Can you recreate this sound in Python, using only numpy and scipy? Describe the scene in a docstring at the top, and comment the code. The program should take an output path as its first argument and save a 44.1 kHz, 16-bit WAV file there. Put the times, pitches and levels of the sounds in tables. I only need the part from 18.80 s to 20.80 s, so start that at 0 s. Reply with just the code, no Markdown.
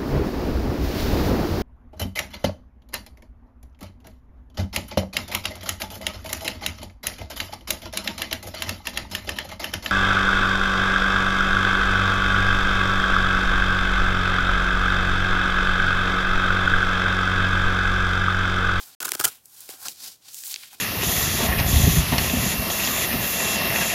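"""Hands crumble dry floral foam close to the microphone, in a quiet room.
A lump collapses in a quick run of crunches: clouds of tiny fractures that ring, knock and thud in the foam.
Single brittle snaps, short filtered noise bursts, crack beside the crunches and after them.
Fingers rub the foam before, between and after: streams of fine grains give a gritty hiss and rasp.
Faint reflections from hands and tray, and soft air noise, lie behind; a brief silence precedes the crunches."""
import sys
import numpy as np
from scipy import signal
from scipy.io import wavfile
from scipy.ndimage import uniform_filter1d

SR = 44100
rng = np.random.default_rng(int(sys.argv[2]) if len(sys.argv) > 2 else 0)


def unload_wav(signal):
    """Save mono or channel-first audio to the path in sys.argv[1] as 16-bit WAV at rate SR, clipped to [-1, 1]."""
    wavfile.write(
        sys.argv[1],
        SR,
        np.round(np.clip(np.atleast_2d(signal).T, -1, 1) * 32767).astype(np.int16),
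    )


N = 88200  # samples, two seconds
TIME = np.arange(N) / SR  # s
BINS = np.fft.rfftfreq(4096, 1 / SR)  # Hz


def amp(db):
    """Decibels to gain."""
    return 10 ** (np.asarray(db) / 20)


def evened(x):
    """Scales to an rms of one."""
    return x / np.sqrt(np.mean(x ** 2) + 1e-20)


def random_signs():
    """White noise of random +1 and -1 samples."""
    return rng.choice([-1, 1], N)


def colour(points):
    """Gain at each frequency, drawn through a few (Hz, dB) points on a log frequency axis."""
    hz, db = np.transpose(points)
    return amp(np.interp(np.log(BINS + 1), np.log(hz), db))


def shaped(x, gain):
    """Minimum-phase filter with the given gains, scaled to unit energy so only their relation counts."""
    both_sides = np.r_[gain, gain[-2:0:-1]]
    log_gain = np.log(np.maximum(both_sides, 1e-5))
    spectrum = np.exp(np.conj(signal.hilbert(log_gain)))
    taps = np.fft.ifft(spectrum).real[:len(BINS)]
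    return signal.oaconvolve(x, taps / np.linalg.norm(taps))[:N]


def hollow(modes):
    """Gain of a piece of foam's resonances, whose powers add."""
    power = 0
    for hz, half_width, db in modes:
        power = power + amp(db) ** 2 / (1 + ((BINS - hz) / half_width) ** 2) ** 2
    return np.sqrt(power)


def grains(per_s, spread_db):
    """Tiny fractures at random moments, most small, a few large."""
    size = amp(spread_db * np.minimum(rng.exponential(1, N), 5))
    present = rng.random(N) < per_s / SR
    return evened(size * random_signs() * present)


def judder(depth_db, hz):
    """Uneven stick and slip: a gain gliding between random values, hz of them a second."""
    count = int(N / SR * hz) + 2
    values = rng.standard_normal(count)
    return amp(depth_db * np.interp(TIME * hz, np.arange(count), values))


def swells(rows, shape, lag=0):
    """One envelope per level column: each event swells to its peak and dies away (1 pointed, 2 rounded)."""
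    power = 0
    for peak, rise, fall, *levels in rows:
        t = TIME - peak - lag
        away = abs(np.where(t < 0, t / rise, t / fall))  # at 1 the level is about 6 dB down
        power = power + np.outer(amp(levels) ** 2, np.exp(-np.sqrt(2) * away ** shape))
    return np.sqrt(power)


# Colour of the quiet room's air. Each row: frequency in Hz, relative level in dB.
AIR_COLOUR = [(20, -20.5), (90, 0.5), (200, -3.5), (600, -9), (2000, -17), (5000, -17.5), (16000, -13)]


def room_air():
    """Steady random noise, coloured as the faint air of a quiet room."""
    level_db = -64.5
    return amp(level_db) * shaped(rng.standard_normal(N), colour(AIR_COLOUR))


def nearby_reflections(x):
    """Faint, very short reflections from the hands and the tray: sparse, fading random echoes."""
    level_db, decay_s, density = -20.5, 0.0062, .1
    t = TIME[:len(BINS)]
    present = rng.random(len(t)) < density
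    taps = rng.standard_normal(len(t)) * present * np.exp(-t / decay_s)
    return amp(level_db) * signal.oaconvolve(x, taps / np.linalg.norm(taps))[:N]


# Strokes of skin on foam, close to the microphone. Each row: peak in seconds, rise in seconds,
# fall in seconds, rasp pitch in Hz, then levels in dB of rasp, fine hiss, hollow ring and low scuff.
STROKES = [(0.013, 0.085, 0.038, 4270, -47.5, -43, -60.5, -66),
           (.078, 0.03, 0.025, 3500, -74, -45.5, -57.5, -68),
           (.145, 0.056, .03, 4200, -54.5, -55, -65, -83),
           (.50, .02, 0.057, 3050, -50.5, -44.5, -59, -64.5),
           (.70, 0.046, 0.14, 5050, -74, -52.5, -73, -91), (.82, 0.062, 0.1, 4340, -52, -45.5, -63, -70.5),
           (0.904, 0.013, 0.015, 3680, -50.5, -38.5, -53, -67),
           (.945, 0.039, 0.025, 3300, -58.5, -47, -57, -64),
           (1.045, 0.045, 0.029, 4930, -49, -40, -51, -64),
           (1.061, 0.011, .014, 4800, -37, -34.5, -40.5, -51),
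           (1.086, .004, 0.035, 4940, -41, -38.5, -62, -57),
           (1.26, 0.053, 0.048, 4830, -39, -39.5, -56.5, -62),
           (1.49, 0.043, 0.026, 4460, -48.5, -52, -63.5, -72.5),
           (1.58, 0.047, 0.045, 6500, -41, -39, -67.5, -75.5),
           (1.675, 0.03, 0.021, 4480, -50, -32.5, -60, -65.5),
           (1.717, 0.02, 0.022, 4320, -38, -33.5, -61, -67.5),
           (1.808, 0.058, 0.077, 3660, -47, -47, -65, -70.5),
           (1.836, 0.014, 0.025, 2240, -51.5, -64, -80, -85),
           (1.944, 0.024, 0.01, 3020, -53, -46, -56, -67),
           (2.0, 0.039, 0.027, 4600, -58, -55.5, -69.5, -65.5)]
# Colour of the fine dust hiss. Each row: frequency in Hz, relative level in dB.
HISS_COLOUR = [(100, -53), (2000, -14), (4000, -8.5), (6000, -1.5), (9000, 0), (13000, 1.5), (16000, -2.5)]
# Resonances of the rubbed block. Each row: frequency in Hz, half-width in Hz, relative level in dB.
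BLOCK_MODES = [(404, 128, -12), (791, 77, 2.5), (1063, 87, -0.5), (1343, 84, -7), (1510, 230, -0.5),
               (1855, 77, -13.5), (2390, 340, -11)]
# Colour of skin dragging low on the block. Each row: frequency in Hz, relative level in dB.
SCUFF_COLOUR = [(20, -36), (60, -9), (140, -2), (250, -1), (400, -2.5), (600, -4), (1100, -14), (4000, -45)]


def rubbing():
    """Fingers scrape off dust: dense fine grains and some coarse grit, with a rasp pitched by the grip."""
    stroke_shape = 1.68
    grains_per_s, spread_db = 22000, 2.5
    grit_per_s, grit_db, grit_spread_db = 400, -16, 3
    rasp_q, rasp_high_pass_hz = 1.64, 1490

    slip = judder(depth_db=1.64, hz=181.8)
    grit = amp(grit_db) * grains(grit_per_s, grit_spread_db)

    def scraped():
        """Fresh fine grains under the shared grit and slip."""
        return slip * (grains(grains_per_s, spread_db) + grit)

    layer_rows = [(peak, rise, fall, *dbs) for peak, rise, fall, _, _, *dbs in STROKES]
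    levels = swells(layer_rows, stroke_shape)
    gains = colour(HISS_COLOUR), hollow(BLOCK_MODES), colour(SCUFF_COLOUR)
    out = np.zeros(N)
    for level, gain in zip(levels, gains):
        out += shaped(level * scraped(), gain)

    rasp = scraped()
    f = BINS + 1  # avoids dividing by zero
    high_pass = 1 / np.hypot(1, (rasp_high_pass_hz / f) ** 2)
    for peak, rise, fall, hz, db, *_ in STROKES:
        resonance = 1 / np.hypot(1, rasp_q * (f / hz - hz / f))
        level = swells([(peak, rise, fall, db)], stroke_shape)[0]
        out += shaped(level * rasp, resonance * high_pass)
    return out


# Single brittle snaps close to the microphone. Each row: start in seconds, level in dB,
# lower edge in Hz, upper edge in Hz, decay in seconds, knock level in dB.
SNAPS = [(0.319, -8.5, 1190, 13300, 0.00083, -32.5), (.4777, -17.5, 3500, 14000, 0.00053, -59),
         (0.6564, -37, 6660, 14000, 0.0023, -68), (0.8059, -31.5, 6960, 14000, 0.0021, -69),
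         (0.8909, -30, 1500, 11000, 0.0019, -39), (.939, -40, 900, 5000, 0.0011, -48),
         (1.0839, -16.5, 2580, 7900, 0.00099, -44), (1.5449, -21, 5400, 11000, 0.00035, -70),
         (1.6369, -25.5, 2200, 7100, 0.00083, -58), (1.667, -23.5, 3960, 12000, 0.00066, -65),
         (1.742, -11.5, 3080, 5950, 0.00028, -55), (1.745, -23.5, 3000, 5960, 0.00039, -64),
         (1.76, -15.5, 2900, 5800, 0.00023, -61), (1.7617, -19.5, 2850, 5960, 0.00037, -57),
         (1.835, -34, 1600, 4000, 0.0019, -74)]
# Dull knock of the foam, in snaps and crunches. Each row: frequency in Hz, relative level in dB.
KNOCK_COLOUR = [(60, -29), (150, -16), (250, -7), (380, -0.5), (520, -6), (800, -7), (1400, -37),
                (5000, -52)]


def snaps():
    """Quick cracks of fading band-limited noise, each followed by a dull knock as the piece comes free."""
    knock_s = 0.0018  # from the crack to the peak of the knock's drive
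    out, push = np.zeros(N), np.zeros(N)
    for start, db, low_hz, high_hz, decay, knock_db in SNAPS:
        t = np.maximum(TIME - start, 0)
        burst = (t > 0) * random_signs()
        low_cut = 1 + (low_hz / (BINS + 1)) ** 6
        high_cut = 1 + (BINS / high_hz) ** 6
        crack = shaped(burst * np.exp(-t / decay), 1 / np.sqrt(low_cut * high_cut))
        # the energy of the decaying burst, whatever the band
        out += amp(db) * np.sqrt(decay * SR / 2) * crack / np.linalg.norm(crack)
        push += 2 * amp(knock_db) * burst * t / knock_s * np.exp(-t / knock_s)
    return out + shaped(push, colour(KNOCK_COLOUR))


# Crunches of the lump, close to the microphone. Each row: peak in seconds, rise in seconds,
# fall in seconds, then levels in dB of crackle, hollow ring, knock and low thud.
CRUNCHES = [(.2042, 0.00039, 0.006, -27, -33.5, -40, -57), (.219, 0.0039, 0.0062, -31.5, -38.5, -44, -57),
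            (.226, 0.0013, 0.0064, -28, -36, -61, -65), (.233, 0.004, 0.0041, -43, -39, -43.5, -55),
            (.2555, 0.0064, 0.0041, -22, -29, -42.5, -50), (.2695, 0.0029, 0.0052, -29.5, -44, -42, -54),
            (.2825, 0.0044, 0.0029, -29.5, -34, -60, -62), (.290, 0.0014, 0.0031, -25, -32.5, -50, -50),
            (.310, 0.0071, 0.012, -38.5, -50, -56, -57), (.340, 0.0047, 0.0049, -30, -39, -50, -52),
            (.3515, 0.0019, 0.0032, -24, -32.5, -36, -45), (.373, 0.0093, .012, -42, -53, -62, -64),
            (.3985, 0.0022, 0.0033, -16, -25.5, -32.5, -36), (.411, 0.0013, 0.0042, -25, -25, -43, -52),
            (.425, .035, 0.013, -38, -46.5, -64, -62), (.444, 0.0026, 0.0047, -14, -22.5, -38.5, -53),
            (.4507, 0.0023, 0.0049, -11.5, -34.5, -38.5, -32.5), (.468, 0.023, 0.013, -32, -37, -43, -52),
            (.484, 0.0044, 0.0067, -29.5, -44, -54, -60)]
# Colour of the breaking cells. 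Each row: frequency in Hz, relative level in dB.
CRACKLE_COLOUR = [(100, -32), (700, -42), (2000, -7), (3000, -3), (4500, -4), (7000, -1.5), (12000, -2),
                  (16000, -4.5)]
# Resonances of the lump. Each row: frequency in Hz, half-width in Hz, relative level in dB.
LUMP_MODES = [(380, 48, -11.5), (834, 70, -3.5), (1030, 74, -5.5), (1275, 66, -0.5), (1440, 127, 2),
              (1634, 106, -2.5), (1904, 68, -14), (2200, 92, -12.5)]
# Colour of the soft thud of foam giving way. Each row: frequency in Hz, relative level in dB.
THUD_COLOUR = [(20, -44), (50, -15), (90, -3), (140, 0.5), (220, -4.5), (380, -5.5), (550, -9), (1000, -21),
               (4000, -42)]


def crunches():
    """Cells collapse in avalanches; the lump rings, knocks and then gives way with a soft thud."""
    crunch_shape = 1.69
    ring_lag_s, knock_lag_s, thud_lag_s = .0001, 0.0012, 0.0051
    fractures = grains(per_s=20000, spread_db=2.7)
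    crackle = swells(CRUNCHES, crunch_shape)[0] * fractures
    out = shaped(crackle * judder(depth_db=4.0, hz=788.7), colour(CRACKLE_COLOUR))
    body = (
        (ring_lag_s, hollow(LUMP_MODES)),
        (knock_lag_s, colour(KNOCK_COLOUR)),
        (thud_lag_s, colour(THUD_COLOUR)),
    )
    for column, (lag, gain) in enumerate(body, 1):
        level = swells(CRUNCHES, crunch_shape, lag)[column]
        out += shaped(level * random_signs(), gain)
    return out


def scene():
    """Foam sounds and their close reflections over the faint noise of a quiet room."""
    foam = rubbing() + snaps() + crunches()
    return (room_air() + nearby_reflections(foam) + foam)[None]


def record(dry):
    """A brief gap of silence before the crunches, soft overload on the loudest peaks, then the band limit."""
    gap_start_s, gap_end_s = .150, .203
    ceiling, edge_hz = .62, 16000
    rounded = dry / (1 + (dry / ceiling) ** 4) ** .25
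    outside_gap = (TIME < gap_start_s) | (TIME > gap_end_s)
    sounding = uniform_filter1d(1. * outside_gap, size=30)  # softens the gap's edges
    low_pass = signal.firwin(511, edge_hz, window=("kaiser", 9), fs=SR)
    return signal.oaconvolve(rounded * sounding, low_pass[None], "same")


dry = scene()
out = record(dry)
unload_wav(out)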